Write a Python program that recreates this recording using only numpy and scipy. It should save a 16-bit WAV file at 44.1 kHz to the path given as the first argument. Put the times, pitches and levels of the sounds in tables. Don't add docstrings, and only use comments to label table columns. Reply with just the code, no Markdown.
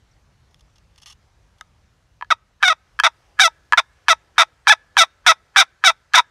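import sys
import numpy as np
from scipy import signal
from scipy.fft import rfft, irfft, next_fast_len
from scipy.io import wavfile
from scipy.ndimage import uniform_filter1d, minimum_filter1d, map_coordinates

SR = 44100
rng = np.random.default_rng(int(sys.argv[2]) if len(sys.argv) > 2 else 0)


def field_ratio(decibels):
    return 10 ** (np.asarray(decibels, dtype=float) / 20)


def materialize(psi):
    bounded = np.clip(np.atleast_2d(psi).T, -1, 1)
    quanta = np.round(bounded * 32767).astype(np.int16)
    wavfile.write(sys.argv[1], SR, quanta)


N = 278182

# (start [s], length [s], time to the drop into the slow rate [s],
# fast slip rate [Hz], slow slip rate [Hz])
STROKES = [(2.304, .024, .009, 730, 632), (2.627, .102, .07, 772, 650), (3.0355, .042, .013, 735, 662),
           (3.395, .084, .042, 735, 676), (3.774, .026, .007, 810, 638), (4.088, .043, .008, 720, 674),
           (4.381, .054, .015, 735, 667), (4.676, .062, .045, 778, 650), (4.975, .063, .028, 755, 678),
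           (5.265, .057, .022, 720, 662), (5.564, .064, .047, 775, 672), (5.842, .064, .035, 752, 668),
           (6.142, .059, .023, 740, 660)]
# (level [dB], roughness [0-1], edge [dB], cavity [dB], letting go [dB])
GRIPS = [(-14, 0.11, -8, -8.5, 12.5), (-12.5, .02, -5, -8.5, 5), (-8.5, .33, 1, -7.5, 14),
         (-9.5, 0, 10, -7.5, 7), (-7.5, 0.4, -1.5, -11, 14), (-8, .1, 8, -8, 13.5),
         (-8.5, 0.3, 4.5, -8.5, 8), (-6, 0, 6.5, -8.5, 10.5), (-7.5, .12, 8.5, -6, 21.5),
         (-5.5, .2, 5.5, -11, 20.5), (-6, 0.2, 7.5, -17.5, 19), (-7.5, 0.1, 7, -9, 19),
         (-8, .15, 1, -8, 18)]
# (frequency [Hz], width [Hz], level [dB])
SLIDING_MODES = [(683, 260, -7), (1328.3, 217, 6.5), (1694, 170, -2), (1870, 250, -2.5), (2332, 240, -0.5),
                 (2577, 160, -4), (3480, 190, 0), (3746, 130, 2.5), (4773, 120, -11), (5228, 260, -11),
                 (5877, 230, -8.5), (6500, 430, -17.5), (8210, 170, -18), (8910, 330, -22),
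                 (11500, 960, -46.5)]
# (frequency [Hz], width [Hz], level [dB])
HELD_MODES = [(980, 83, -1.5), (1260, 150, 0), (1690, 77, 6.5), (2590, 230, -14.5), (2720, 41, -26),
              (3150, 130, -11), (3440, 40, -45), (4300, 900, -24), (5530, 310, -32.5), (5800, 210, -24),
              (8200, 1500, -70)]


def unit(x):
    return x / np.sqrt(np.mean(x ** 2) + 1e-20)


def along(points, hz):
    f, v = np.transpose(points)
    return np.interp(np.log(hz + 1), np.log(f + 1), v)


def smooth_rise(u, over):
    return (1 + np.tanh(u / over / 2)) / 2


def filtered(x, response):
    m = next_fast_len(N + SR // 2)
    return irfft(rfft(x, m) * response(np.fft.rfftfreq(m, 1 / SR)), m)[..., :N]


def modes(table):
    def response(f):
        total = 0
        for k, (center, width, db) in enumerate(table):
            resonance = 1j * f * width / (center * center - f * f + 1j * f * width)
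            total = total + (-1) ** k * field_ratio(db) * resonance
        return total
    return response


def soft_top(response, corner_hz):
    return lambda f: response(f) / (1 + 1j * f / corner_hz) ** 2


def pulses(times, sizes):
    at = np.asarray(times) * SR
    index = np.floor(at).astype(int)[:, None] + np.arange(-7, 9)
    gap = index - at[:, None]
    shape = np.sinc(gap) * np.cos(np.pi * gap / 16) ** 2
    weighted = shape * np.asarray(sizes)[:, None]
    return np.bincount(index.ravel(), weighted.ravel(), N + SR)[:N]


def edged(soft, sharp, table, corner_hz):
    wood = modes(table)

    def high(f):
        return (1j * f / corner_hz / (1 + 1j * f / corner_hz)) ** 2
    low_part = filtered(soft, lambda f: wood(f) * (1 - high(f)))
    return low_part + filtered(sharp, lambda f: wood(f) * high(f))


def yelps():
    # (frequency [Hz], width [Hz], level [dB])
    cavity_modes = [(917, 88, 9.5), (860, 20, -15.5)]
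    soft, sharp, deep, swing, gritty = np.zeros((5, N))
    for row, press in zip(STROKES, GRIPS):
        s, hz, db, rough, edge_db, cavity_db = stroke(row, press)
        t = np.arange(s[0], s[-1], 1 / SR)
        turns = np.cumsum(np.interp(t, s, hz)) / SR
        when = np.interp(np.arange(int(turns[-1]) + 1), turns, t)
        chance = rng.standard_normal((len(when), 3))
        r = np.clip(np.interp(when, s, rough), 0, 1)
        jitter = (0.006 + 0.3 * r ** 1.7) * chance[:, 0]
        when = when + jitter / np.interp(when, s, hz)
        size = field_ratio(np.interp(when, s, db) + 28.0) * np.abs(1 + 0.5 * r * chance[:, 1])
        slip_edge_db = np.interp(when, s, edge_db)
        soft += pulses(when, size)
        sharp += pulses(when, size * field_ratio(slip_edge_db + 5.1 * chance[:, 2] * r))
        gritty += pulses(when, size * field_ratio(slip_edge_db) * (0.25 + r))
        deep += pulses(when, size * field_ratio(np.interp(when, s, cavity_db)))

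        steadiness = (1 - np.clip(np.interp(t, s, rough), 0, 1)) ** 2
        steadiness = steadiness * np.clip((s[-1] - t) / 0.0016, 0, 1)
        swing_size = field_ratio(np.interp(t, s, db - 1.3 * edge_db) - 2.5) * steadiness
        swing[round(s[0] * SR):][:len(t)] = swing_size * np.sin(2 * 2 * np.pi * turns + 1.35)

    drag = signal.lfilter([0.05], [1, -0.95], gritty)
    wall = edged(soft, sharp + 1.8 * drag * rng.standard_normal(N), SLIDING_MODES, corner_hz=3000)
    wall = filtered(wall, lambda f: 1 / (1 + (1j * f / 14000)) ** 2)

    def fizz_band(f):
        return field_ratio(-27.5) / (1 + (7000 / (f + 1)) ** 6) / (1 + (f / 12000) ** 4)
    fizz = filtered(drag * rng.standard_normal(N), fizz_band)
    cavity = filtered(deep, soft_top(modes(cavity_modes), corner_hz=2460))
    return wall + fizz + cavity + swing


def stroke(row, grip):
    # (time [s], step of the fast rate [Hz], duration [s], step of the edge [dB])
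    catches = [
        (2.653, -48, .005, 3),
        (2.682, 25, .001, -2),
        (3.417, 48, .002, -4),
        (4.696, 88, .002, -11),
        (5.59, 15, .001, 0),
        (5.601, -30, .001, 3),
        (6.147, 45, .001, 0),
        (6.152, -45, .002, 8),
    ]
    start, length, drop_s, fast_hz, slow_hz = row
    db, rough, edge_db, cavity_db, _ = grip
    u = np.arange(0, length, 1 / SR)
    forming = np.exp(-u / length / 0.1)
    failing = np.exp(-((1 - u / length) / 0.16) ** 2)
    slow = smooth_rise(u - drop_s, 0.0022)
    dropping = 4 * slow * (1 - slow)
    shake = map_coordinates(rng.standard_normal((3, 40)), [np.arange(3)[:, None] + 0 * u, [u * 150] * 3])
    jump_s, jump_hz = 6.177, 990
    jumped = smooth_rise(start + u - jump_s, 0.0004)

    bite = 0
    catch_edge_db = 0
    fast_hz = fast_hz + 70 * np.exp(-u / 0.007)
    for s, step_hz, over, step_db in catches:
        if start < s < start + length:
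            since = u - (s - start)
            fast_hz = fast_hz + step_hz * smooth_rise(since, over)
            catch_edge_db = catch_edge_db + step_db * smooth_rise(since, over)
            if step_hz > 0:
                bite = bite + np.exp(-(since / 0.003) ** 2)

    sagging_hz = slow_hz - 650 * (u - drop_s)
    hz = ((1 - slow) * fast_hz + slow * sagging_hz) * (1 + 0.01 * shake[0])
    hz = hz + (jump_hz - hz) * jumped
    db = db - 4.5 * forming - 10 * failing + 1.3 * shake[1] + 2 * bite
    rough = rough + 0.55 * forming + 0.1 * dropping + 0.4 * failing ** 2 + 0.25 * bite + 0.3 * jumped
    edge_db = edge_db + (1 - slow) * catch_edge_db
    edge_db = edge_db - 8.5 * forming - 3.5 * slow - 7.5 * failing + 2.5 * shake[2]
    cavity_db = cavity_db + 3 * forming + 4.5 * slow + 13 * failing - jumped
    return start + u, hz, db, rough, edge_db, cavity_db


def releases():
    # (frequency [Hz], width [Hz], level [dB])
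    freed_modes = [(780, 120, -1), (1090, 33, 3.5), (1730, 90, -13), (2400, 210, -7.5), (3830, 220, -15.5),
                   (5760, 300, -25.5)]
    ends = np.array([row[0] + row[1] for row in STROKES])
    let_go_db = np.transpose(GRIPS)[-1]
    force = pulses(ends, field_ratio(let_go_db)) + pulses(ends + 0.006, field_ratio(let_go_db - 8))
    t = np.arange(SR // 20) / SR
    trickle = np.convolve(pulses(ends, field_ratio(let_go_db - 41)), 1 / (1 + (t / 0.011) ** 4))[:N]
    ring = filtered(force, soft_top(modes(freed_modes), corner_hz=8000))
    return ring + filtered(trickle * rng.standard_normal(N), modes(SLIDING_MODES))


def knocks():
    # (time
    # [s], peak level [dB], low mode [dB], edge [dB])
    slips = [(2.211, -26.5, 14, 1), (2.2241, -20.5, 19, -15.5), (2.246, -42, -10, 10),
             (2.6212, -27.5, 3.5, 0), (2.627, -10.5, -3, -2.5), (2.632, -6, -5, 6), (2.636, -6, -6.5, -0.5),
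             (2.9902, -13, -0.5, 2.5), (2.995, -27, 13.5, 1), (2.9992, -1.5, 2, 8.5),
             (3.0364, -8.5, 2, 3.5), (3.3904, -13, -1.5, 5.5), (3.3959, 6, -2.5, 0),
             (3.7235, -6.5, 12.5, 8.5), (3.7328, 6.5, 10, -3), (4.0834, 1.5, 8.5, 5), (4.3808, -5, 2.5, 4),
             (4.671, 1.5, 6, -3.5), (4.9687, 1, 8, 2.5), (5.2639, -3.5, -3.5, 8), (5.561, 4, 1.5, -4.5),
             (5.839, -1.5, -8.5, -12.5), (6.136, -14.5, -8, 18.5), (6.141, 9, -17, -10)]
    s, db, low_db, edge_db = np.transpose(slips)
    decay = field_ratio(-60 * np.arange(SR // 40) / SR / 0.0082)
    tear = np.convolve(pulses(s, field_ratio(db + edge_db + 17)), decay)[:N]
    upper = edged(pulses(s, field_ratio(db + 31.5)), tear * rng.standard_normal(N), HELD_MODES[1:], corner_hz=2530)
    upper = filtered(upper, lambda f: 1 / (1 + 1j * f / 7000) ** 2)
    lower = filtered(pulses(s, field_ratio(db + low_db + 28.5)), soft_top(modes(HELD_MODES[:1]), corner_hz=3000))
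    return upper - lower


def strain_hiss():
    starts = pulses([row[0] - 0.03 for row in STROKES[1:]], np.ones(len(STROKES) - 1))
    strain = np.convolve(starts, np.linspace(0, 1, 1100) ** 1.5)[:N]
    return field_ratio(-42) * strain * unit(filtered(rng.standard_normal(N), modes(HELD_MODES)))


def lid_tap():
    # (time [s], peak level [dB])
    blow = (1.6105, -23)
    # (frequency [Hz], width [Hz], level [dB])
    lifted_modes = [(690, 150, -14), (1000, 250, -13), (1270, 45, 0), (1600, 200, -6), (2080, 120, -10),
                    (2900, 200, -18), (3680, 150, -12), (5100, 300, -20), (6300, 400, -19),
                    (8000, 2000, -30)]
    ring = filtered(pulses([blow[0]], [1]), modes(lifted_modes))
    return field_ratio(blow[1]) * ring / np.abs(ring).max()


def creaks():
    # (time [s], peak level [dB], length [s])
    creeps = [(.51, -56, .004), (.5435, -41, .0015), (.5934, -51, .005), (.6074, -48, .005),
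              (.7565, -53, .012), (.781, -49, .004), (.959, -48, .003), (.978, -43, .009), (1.0, -50, .003),
              (1.017, -43, .012), (1.031, -41, .007), (1.059, -35, .007), (1.067, -38, .025),
              (1.098, -38, .017), (1.123, -38, .003), (1.127, -41, .005), (1.583, -53, .008)]
    # (frequency [Hz], width [Hz], level [dB])
    screw_modes = [(830, 80, -6), (1200, 110, -4), (1900, 250, -9), (2860, 180, 0), (3400, 200, -1),
                   (4400, 500, -7), (5400, 250, -2), (6300, 500, -6), (10300, 3000, -20)]
    force = np.zeros(N)
    t = np.arange(2000) / SR
    for s, db, length in creeps:
        grit = rng.standard_normal((2, len(t)))
        burst = field_ratio(db + 4 * grit[1]) * grit[0] / (1 + (t / length) ** 4)
        force[round(s * SR):][:len(t)] += burst
    return field_ratio(4.5) * filtered(force, modes(screw_modes))


def echoes(x, t60_of, delay):
    hz, t, z = signal.stft(rng.standard_normal(SR), SR, nperseg=256)
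    tail = signal.istft(z * field_ratio(-60 * t / t60_of(hz)[:, None]), SR, nperseg=256)[1]
    late = np.pad(x, (round(delay * SR), 0))
    return signal.fftconvolve(late, tail / np.linalg.norm(tail))[:N]


def bird():
    start_s, length_s, gap_s = 0.11, 0.031, 0.129
    start_hz, fall_hz_per_s = 6300, 71000
    t = np.arange(N) / SR
    u = t - start_s
    shape = np.clip(np.minimum(u, length_s - u) / 0.0046, 0, 1)
    shape = shape * (1 - np.exp(-((t - gap_s) / 0.0062) ** 2))
    return field_ratio(-62) * shape * np.sin(2 * np.pi * (start_hz * u - fall_hz_per_s * u ** 2 / 2))


def rush(spectrum, patchy_db):
    z = signal.stft(rng.standard_normal(N + SR), nperseg=512)[2]
    field = uniform_filter1d(rng.standard_normal(z.shape), 6, 0)
    field = uniform_filter1d(field, 14, 1)
    noise = signal.istft(z * field_ratio(patchy_db * unit(field)), nperseg=512)[1][:N]
    return unit(filtered(noise, lambda f: field_ratio(along(spectrum, f))))


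def air():
    # (time [s], level [dB])
    rumble_levels = [(0, -56), (1.8, -58), (2.8, -60), (4.4, -62), (6.31, -65.5)]
    # (frequency [Hz], density [dB per Hz])
    rumble_spectrum = [(12, -48.5), (25, -9.5), (45, 3.5), (70, 0), (120, -4.5), (200, -16), (320, -25),
                       (600, -63.5)]
    # (time [s], level [dB])
    leaf_levels = [(1.75, -67.5), (2.43, -70), (3.14, -64.5), (6.31, -67.5)]
    # (frequency [Hz], density [dB per Hz])
    leaf_spectrum = [(120, -29), (200, -14), (350, -8.5), (500, -7.5), (800, -8.5), (1500, -10.5),
                     (2200, -13.5), (3500, -16.5), (6000, -19), (9000, -27), (13000, -33), (15500, -37)]
    t = np.arange(N) / SR
    rumble = field_ratio(np.interp(t, *np.transpose(rumble_levels))) * rush(rumble_spectrum, patchy_db=1.2)
    leaf_gain = field_ratio(np.interp(t, *np.transpose(leaf_levels)) + 1.5)
    return rumble + leaf_gain * rush(leaf_spectrum, patchy_db=1.5)


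def scene():
    # (frequency [Hz], reverberation time t60 [s])
    trunk_decay = [(600, .35), (1300, .4), (1650, 1.0), (2300, .35), (4000, .25), (10000, .15)]
    box = yelps() + releases() + knocks() + strain_hiss() + lid_tap() + creaks()
    box = filtered(box, lambda f: (1j * f / 420 / (1 + 1j * f / 420)) ** 4)
    near = field_ratio(-27) * echoes(box, lambda hz: 0.055 + 0 * hz, delay=0.009)
    far = field_ratio(-51) * echoes(box, lambda hz: along(trunk_decay, hz), delay=0.03)
    return (box + near + far + bird() + air())[None]


def low_pass(x):
    return signal.sosfilt(signal.butter(12, 16360, fs=SR, output="sos"), x)


def record(dry):
    need = np.minimum(1, 1.08 / (np.abs(dry) + 1e-9))
    gain = minimum_filter1d(need, size=161, axis=1)
    gain = uniform_filter1d(gain, size=161, axis=1)
    held = dry * gain
    rounded = held / (1 + np.abs(held) ** 8) ** (1 / 8)

    def passband(f):
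        low_cut = f ** 2 / (f ** 2 + 28 ** 2)
        top_cut = np.clip((15850 - f) / 250, 0, 1) / (1 + (f / 15000) ** 8)
        return low_cut * top_cut
    return low_pass(filtered(rounded, passband))


dry = scene()
out = record(dry)
materialize(out)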